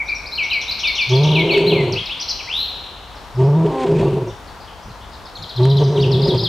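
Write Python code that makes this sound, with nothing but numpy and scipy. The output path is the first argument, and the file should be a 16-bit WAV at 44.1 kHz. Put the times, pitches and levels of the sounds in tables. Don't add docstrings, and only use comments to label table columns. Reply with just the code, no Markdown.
import sys
import numpy as np
from scipy import signal
from scipy.fft import rfft, irfft
from scipy.io import wavfile
from scipy.ndimage import uniform_filter1d

SR = 44100
rng = np.random.default_rng(int(sys.argv[2]) if len(sys.argv) > 2 else 0)


def log_audio(samples):
    frames = np.atleast_2d(samples).T
    limited = np.clip(frames, -1, 1)
    pcm = np.round(limited * 32767).astype(np.int16)
    wavfile.write(sys.argv[1], SR, pcm)


N = 285768

# freq_hz, level_db
AIR_SPECTRUM = [(15, -36), (25, -12), (48, 5), (126, -10), (305, -13), (509, -11), (567, -11.5), (722, -9),
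                (945, -7), (2420, -22), (2700, -22), (3340, -23), (5140, -26.5), (8350, -35.5),
                (15500, -43)]
# freq_hz, correlation
AIR_CORRELATION = [(60, 0.78), (240, 0.89), (950, 0.85), (3770, 0.58), (15000, 1)]
NOTE_SHAPES = {"hook": (.088, 1.46, .91, -2, .012), "flick": (.02, 1.27, .92, 0, .012),
               "slide": (.028, 1.2, .77, -2, .012), "swoop": (.046, 1.44, .75, 0, .012),
               "lift": (.028, .85, 1.03, 7, .012), "rise": (.025, .85, 1.2, 2, .018),
               "arch": (.028, .74, .7, -5, .022), "pip": (.026, 1.06, .97, 0, .01),
               "dive": (.024, 1.42, .82, 1, .03), "climb": (.044, .84, 1.3, 2, .045),
               "buzz": (.036, 1, 1, -2, .065)}
# start_s, repeats, spacing_s, shape, ending, first_hz, last_hz, first_db, last_db
BIRD_PHRASES = [(0, 1, 0, "pip", "none", 2290, 2290, -20, -18.5),
                (.085, 2, .03, "pip", "none", 2350, 2345, -22, -20),
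                (0.078, 2, 0.18, "rise", "none", 4070, 4510, -32.5, -32.5),
                (0.061, 2, .088, "pip", "none", 5800, 5650, -45, -35),
                (0.318, 3, 0.18, "lift", "twitter", 4100, 3860, -29, -23.5),
                (.375, 2, 0.13, "hook", "none", 2390, 2456, -20, -21.5),
                (.828, 2, .147, "hook", "none", 2458, 2480, -20, -20.5),
                (.839, 3, 0.14, "lift", "twitter", 3550, 3360, -23.5, -26),
                (1.232, 5, .04, "slide", "none", 3350, 3690, -27, -24.5),
                (1.345, 2, 0.14, "hook", "none", 2410, 2440, -20.5, -22),
                (1.504, 2, 0.16, "lift", "drop", 4270, 4090, -23, -23),
                (1.736, 1, 0, "hook", "none", 2240, 2250, -28, -38),
                (1.922, 2, .135, "dive", "upturn", 4910, 4470, -27, -28.5),
                (2.195, 2, .085, "rise", "scold", 5030, 4540, -30, -26),
                (2.39, 1, 0.35, "slide", "none", 2800, 3020, -32.5, -35),
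                (3.945, 5, .042, "buzz", "none", 2390, 2780, -43, -47),
                (5.133, 2, 0.12, "slide", "none", 4600, 4800, -47, -41.5),
                (5.352, 7, 0.069, "arch", "chip", 4360, 3975, -36, -29),
                (5.779, 7, .045, "buzz", "none", 5850, 5650, -47, -51),
                (5.959, 2, 0.063, "slide", "none", 3500, 3210, -31, -28.5),
                (5.987, 1, 0, "climb", "none", 4030, 3950, -32, -33),
                (6.113, 3, 0.16, "swoop", "hiccup", 4200, 4080, -27, -23.5)]
SYLLABLE_ENDINGS = {"none": [], "twitter": [(.033, "flick", 4480, 1), (.112, "buzz", 5580, -8.5),
                    (.107, "slide", 3950, -6.5)], "drop": [(.029, "swoop", 3220, 0.5)],
                    "upturn": [(.034, "climb", 2750, 3)], "scold": [(.004, "buzz", 5360, -2),
                    (.017, "dive", 4824, 3)], "chip": [(.071, "flick", 4970, -6.5)],
                    "hiccup": [(.103, "slide", 4400, -2), (.119, "lift", 4870, -4)]}
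# time_s, pitch_hz, level_db
TRILL_COURSE = [(2.475, 1896, -36.5), (2.51, 2750, -26), (2.544, 3476, -24), (2.6, 3926, -22.5),
                (2.648, 4070, -27), (2.66, 4100, -47)]
# freq_hz, t60_s
TREE_DECAY = [(2500, 2.26), (4000, 1.26), (6000, 1.35), (13000, .7)]
# freq_hz, gain_db
LEAF_SCATTER = [(2200, -4), (3200, 2.5), (5000, -1), (11000, 1.5)]
# start_s, slack_s, end_s, top_hz, max_roughness, level_db, swell_db, tight_at_s, tight_s, loss_db
LION_ROARS = [(1.061, 1.697, 2.036, 160.2, 0.62, -13.5, 10.5, 1.55, 0.12, 13),
              (3.335, 3.982, 4.356, 159, 0.61, -13, 9.5, 3.79, 0.085, 27.5),
              (5.543, 6.258, 6.54, 138.5, 0.57, -12.5, 6, 5.945, 0.034, 8)]
# centre_s, half_width_s, throat_db, added_roughness
EFFORT_SURGES = [(1.577, 0.011, 7, .03), (1.738, 0.028, 1.5, .04), (3.663, 0.016, 10, 0),
                 (3.879, .035, 3, 0.01), (4.012, 0.036, 2.5, .05), (4.289, 0.021, 5.5, 0),
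                 (5.818, 0.019, 10.5, 0.05), (5.977, 0.022, 8, 0), (6.302, .04, 4.5, .3)]
# freq_hz, gain_db
THROAT_VALLEY = [(180, -13), (235, 6.5), (305, -5), (365, 2)]
# centre_hz, width_hz, gain_db
THROAT_MODES = [(383.4, 94, 8), (494.3, 64, -5), (674, 64, -11.5), (766, 62, -14.5), (920, 94, -13.5),
                (1148, 28, -21.5)]
# freq_hz, gain_db
RASP_SPECTRUM = [(200, -72), (700, -47), (1400, -28.5), (2000, -27), (3400, -29.5), (5000, -41),
                 (9000, -45), (10500, -72)]
# time_s, pitch_hz, voice_share
CRACK_COURSE = [(3.695, 266, 0), (3.73, 265.6, 0.34), (3.8, 263, 0.55), (3.84, 260, 0.76), (3.86, 243, 0)]
# harmonic, level_db
CRACK_HARMONICS = [(1, 9), (2, 8.5), (3, 9.5), (4, 5.5), (5, -28)]
# start_s, length_s, level_db
LOW_THUMPS = [(4.834, .11, -35), (5.36, .13, -36)]


def amp(db):
    return 10 ** (np.asarray(db) / 20)


def unit_rms(x):
    return x / np.sqrt(np.mean(x ** 2) + 1e-20)


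def steady(x, span_s):
    size = int(span_s * SR)
    power = uniform_filter1d(uniform_filter1d(x ** 2, size), size)
    return x / np.sqrt(abs(power) + 1e-12)


def at_freq(table, hz):
    freq_hz, value = np.transpose(table)
    return np.interp(np.log(hz + 1), np.log(freq_hz + 1), value)


def at_time(table, t):
    time_s, *columns = np.transpose(table)
    return [np.interp(t, time_s, column) for column in columns]


def colour(x, spectrum):
    return irfft(rfft(x) * amp(at_freq(spectrum, np.fft.rfftfreq(len(x), 1 / SR))), len(x))


def wander(count, rate_hz):
    padded = count + SR // 4
    lowpass = np.exp(-(np.fft.rfftfreq(padded, 1 / SR) / rate_hz) ** 2)
    return unit_rms(irfft(rfft(rng.standard_normal(padded)) * lowpass))[:count]


def resonate(x, centre_hz, width_hz):
    radius = np.exp(-np.pi * width_hz / SR)
    pole = radius * np.exp(2j * np.pi * centre_hz / SR)
    return 2 * signal.lfilter([(1 - radius) ** 2], [1, -2 * pole, pole ** 2], x).real


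def ramp(t, start_s, length_s):
    return np.clip((t - start_s) / length_s, 0, 1)


def bump(t, centre_s, half_width_s):
    return np.exp(-((t - centre_s) / half_width_s) ** 2)


def add(mix, start_s, sound):
    part = mix[round(start_s * SR):][:len(sound)]
    part += sound[:len(part)]


def pan(x, left_db):
    return x * amp([[left_db / 2], [-left_db / 2]])


def open_air(level_db=-37.5):
    left, other = rfft(rng.standard_normal((2, N)))
    alike = at_freq(AIR_CORRELATION, np.fft.rfftfreq(N, 1 / SR))
    right = alike * left + np.sqrt(1 - alike ** 2) * other
    hush = np.array([colour(irfft(side, N), AIR_SPECTRUM) for side in (left, right)])
    return amp(level_db + .35 * wander(N, rate_hz=4)) * unit_rms(hush)


def whistle(hz, octave_db=-42, third_db=-28, band_hz=12000, width_hz=1900):
    phase = 2 * np.pi * np.cumsum(hz) / SR
    third = amp(third_db) * np.exp(-((3 * hz - band_hz) / width_hz) ** 2)
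    return np.sqrt(2) * (np.sin(phase) + amp(octave_db) * np.sin(2 * phase) + third * np.sin(3 * phase))


def chirp(shape, hz):
    length_s, start_ratio, end_ratio, swell_db, waver = NOTE_SHAPES[shape]
    count = int(length_s * SR)
    bend = np.polyfit(np.log1p([0, 2, 6]), np.log([start_ratio, 1, end_ratio]), 2)
    glide = np.exp(np.polyval(bend, np.log1p(np.linspace(0, 6, count))))
    envelope = amp(swell_db * np.linspace(-.5, .5, count)) * signal.windows.tukey(count, .26)
    return envelope * whistle(hz * glide * (1 + waver * wander(count, rate_hz=580)))


def songbirds(pitch_spread=.0079, spread_db=.7):
    song = np.zeros(N)
    for start_s, repeats, spacing_s, lead, ending, first_hz, last_hz, first_db, last_db in BIRD_PHRASES:
        syllables = np.linspace((first_hz, first_db), (last_hz, last_db), repeats)
        for k, (lead_hz, lead_db) in enumerate(syllables):
            for delay_s, shape, hz, db in [(0, lead, lead_hz, .024)] + SYLLABLE_ENDINGS[ending]:
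                detune, accent = rng.standard_normal(2)
                note = chirp(shape, hz * (1 + pitch_spread * detune))
                gain = amp(lead_db + db + spread_db * accent)
                add(song, start_s + k * spacing_s + delay_s, gain * note)
    return song


def far_birds(count=56, centre_hz=4300, floor_db=-40.5, range_db=6):
    song = np.zeros(N)
    for k, (when, pick, height, loud) in enumerate(rng.random((count, 4))):
        shape = ["slide", "rise", "arch", "flick"][int(4 * pick)]
        note = chirp(shape, centre_hz * 2 ** (height - .5))
        add(song, (k + when) / count * N / SR, amp(floor_db + range_db * loud) * note)
    return song


def tree_echoes(song, near_s=.027, near_db=-4.5, tail_db=-4, width=.35):
    hz, t, spectra = signal.stft(song, SR, nperseg=512, noverlap=384)
    lag_s = t[None, :400]
    near = np.exp(-lag_s / near_s) * (lag_s > t[1])
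    tail = amp(-60 * lag_s / at_freq(TREE_DECAY, hz)[:, None]) ** 2 * (lag_s > t[3])
    echoes = amp(near_db) ** 2 * near / near.sum() + amp(tail_db) ** 2 * tail / tail.sum(1, keepdims=True)
    power = abs(signal.fftconvolve(abs(spectra) ** 2, echoes, axes=1)[:, :len(t)])
    magnitude = np.sqrt(power) * amp(at_freq(LEAF_SCATTER, hz)[:, None])
    phases = np.exp(2j * np.pi * rng.random((2, *power.shape)))
    mid, side = 2 * signal.istft(magnitude * phases, SR, nperseg=512, noverlap=384)[1][:, :N]
    return np.array([mid + width * side, mid - width * side])


def effort(t, start_s, slack_s, end_s, top_hz, max_roughness, level_db, swell_db,
           tight_at_s, tight_s, loss_db):
    start_hz, rise_hz_per_s, end_hz, min_roughness = 120.36, 140, 100.7, .227
    slack = ramp(t, slack_s, end_s - slack_s)
    hoarse = ramp(t, start_s + .15, length_s=.3654)
    accent = bump(t, start_s + .044, half_width_s=.11)
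    surge_db = sum(db * bump(t, at_s, half_s) for at_s, half_s, db, _ in EFFORT_SURGES)
    surge_rough = sum(added * bump(t, at_s, half_s) for at_s, half_s, _, added in EFFORT_SURGES)
    rough = min_roughness + (max_roughness - min_roughness) * hoarse + surge_rough + .071 * accent

    taut_hz = np.minimum(start_hz + rise_hz_per_s * (t - start_s), top_hz)
    hz = taut_hz * (1 - slack) + end_hz * slack + 24.7 * surge_rough
    hz *= 1 + .014 * wander(len(t), rate_hz=14)
    flow = ramp(t, start_s, length_s=.07) ** 1.6 * (1 - ramp(t, end_s - .013, length_s=.013))
    flow *= amp(3 * np.sqrt(slack) * wander(len(t), rate_hz=48))

    chest_db = level_db - 3.5 * hoarse - 14 * surge_rough - loss_db * bump(t, tight_at_s, tight_s)
    chest_gain = flow * amp(chest_db - 19 * slack ** 1.54)
    push_db = swell_db * hoarse + surge_db
    throat_db = -27 + push_db + 11.5 * accent - 26.5 * slack ** 2.65
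    throat_gain = flow * amp(throat_db) * ramp(t, start_s + .03, length_s=.03)
    focus_db = push_db * (1 - 2 * slack) - 23.5 * accent
    return hz, np.clip(rough, 0, 1), chest_gain, throat_gain, focus_db


def vocal_folds(hz, rough, jitter=.12, shimmer=.44, hollow_below_hz=142):
    count = len(hz)
    cycles = np.cumsum(hz * (1 + jitter * rough * wander(count, rate_hz=70))) / SR
    phase = 2 * np.pi * cycles
    strength = np.exp(shimmer * rough * wander(count, rate_hz=61))
    even_gain = 1 + .97 * np.tanh((hz - hollow_below_hz) / 8)
    pulses = sum(np.cos(k * phase) * k ** .59 * (1 if k % 2 else even_gain) for k in range(1, 11))
    bursts = 1.6 + np.exp(-(cycles % 1) / .06)
    breath = unit_rms(bursts * strength * rng.standard_normal(count))
    drive = (1 - rough) * unit_rms(pulses) * strength + 3 * rough ** 1.5 * breath
    return phase, breath, drive


def chest(phase, breath, rough, octave_db=-27):
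    tone = np.sqrt(2) * (np.cos(phase) + amp(octave_db) * np.cos(2 * phase))
    growl = unit_rms(resonate(breath, centre_hz=158, width_hz=75))
    return steady((1 - rough ** 2) * tone + .79 * rough ** 2 * growl, span_s=.16)


def throat(drive, focus_db, ring_hz=405.6, full_focus_db=14.5):
    drive = colour(drive, THROAT_VALLEY)
    first, *higher = [amp(db) * resonate(drive, hz, width_hz) for hz, width_hz, db in THROAT_MODES]
    voice = steady(amp(-3 + .13 * focus_db) * first + sum(higher), span_s=.014)
    sung = .94 * np.clip(focus_db / full_focus_db, 0, 1) ** 2
    phase = 2 * np.pi * np.cumsum(ring_hz * (1 + .022 * wander(len(drive), rate_hz=37))) / SR
    return np.sqrt(1 - sung) * voice + np.sqrt(2 * sung) * np.sin(phase)


def roar(row, length_s=1.12, rasp_db=15):
    t = row[0] + np.arange(0, length_s, 1 / SR)
    hz, rough, chest_gain, throat_gain, focus_db = effort(t, *row)
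    phase, breath, drive = vocal_folds(hz, rough)
    voice = throat(drive, focus_db)
    crack, share = voice_crack(t)
    rasp = amp(rasp_db) * colour(breath, RASP_SPECTRUM) * np.sqrt(rough + 2 * share)
    upper = (1 - share) * voice + np.sqrt(share) * crack + rasp
    return chest_gain * chest(phase, breath, rough) + throat_gain * upper


def trill(rate_hz=78, pitch_depth=.052, level_depth=.47):
    t = np.arange(TRILL_COURSE[0][0], TRILL_COURSE[-1][0], 1 / SR)
    hz, db = at_time(TRILL_COURSE, t)
    throb = np.sin(2 * np.pi * rate_hz * t)
    hz *= 1 + pitch_depth * throb + .0087 * wander(len(t), rate_hz=710)
    song = np.zeros(N)
    add(song, t[0], amp(db) * (1 + level_depth * throb) * whistle(hz))
    return song


def voice_crack(t, level_db=-2):
    hz, share = at_time(CRACK_COURSE, t)
    phase = 2 * np.pi * np.cumsum(hz * (1 + .0027 * wander(len(t), rate_hz=50))) / SR
    tone = unit_rms(sum(amp(db) * np.cos(k * phase) for k, db in CRACK_HARMONICS))
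    return amp(level_db) * tone, np.clip(share, 0, 1)


def thumps():
    out = np.zeros(N)
    for start_s, length_s, level_db in LOW_THUMPS:
        count = int(length_s * SR)
        body = resonate(rng.standard_normal(2 * count), centre_hz=85, width_hz=130)[count:]
        add(out, start_s, amp(level_db) * unit_rms(body) * signal.windows.tukey(count, .7))
    return out


def click(start_s=5.6545, level_db=-10, decay_s=.0006, cutoff_hz=9500):
    pulse = np.exp(-np.arange(SR // 50) / SR / decay_s)
    lowpass = signal.butter(8, cutoff_hz, fs=SR, output="sos")
    out = np.zeros(N)
    add(out, start_s, amp(level_db) * signal.sosfilt(lowpass, pulse))
    return out


def scene():
    lion = np.zeros(N)
    for row in LION_ROARS:
        add(lion, row[0], roar(row))
    song = songbirds() + trill()
    far = far_birds()
    far = amp(-8) * (far / 2 + tree_echoes(far))
    birds = pan(song + far + tree_echoes(song), left_db=2)
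    return amp(.5) * lion + birds + thumps() + click() + pan(open_air(), left_db=2.5)


def record(dry, cutoff_hz=15700):
    lowpass = signal.firwin(511, cutoff_hz, window=("kaiser", 9), fs=SR)
    return signal.oaconvolve(dry, lowpass[None], "same")


dry = scene()
out = record(dry)
log_audio(out)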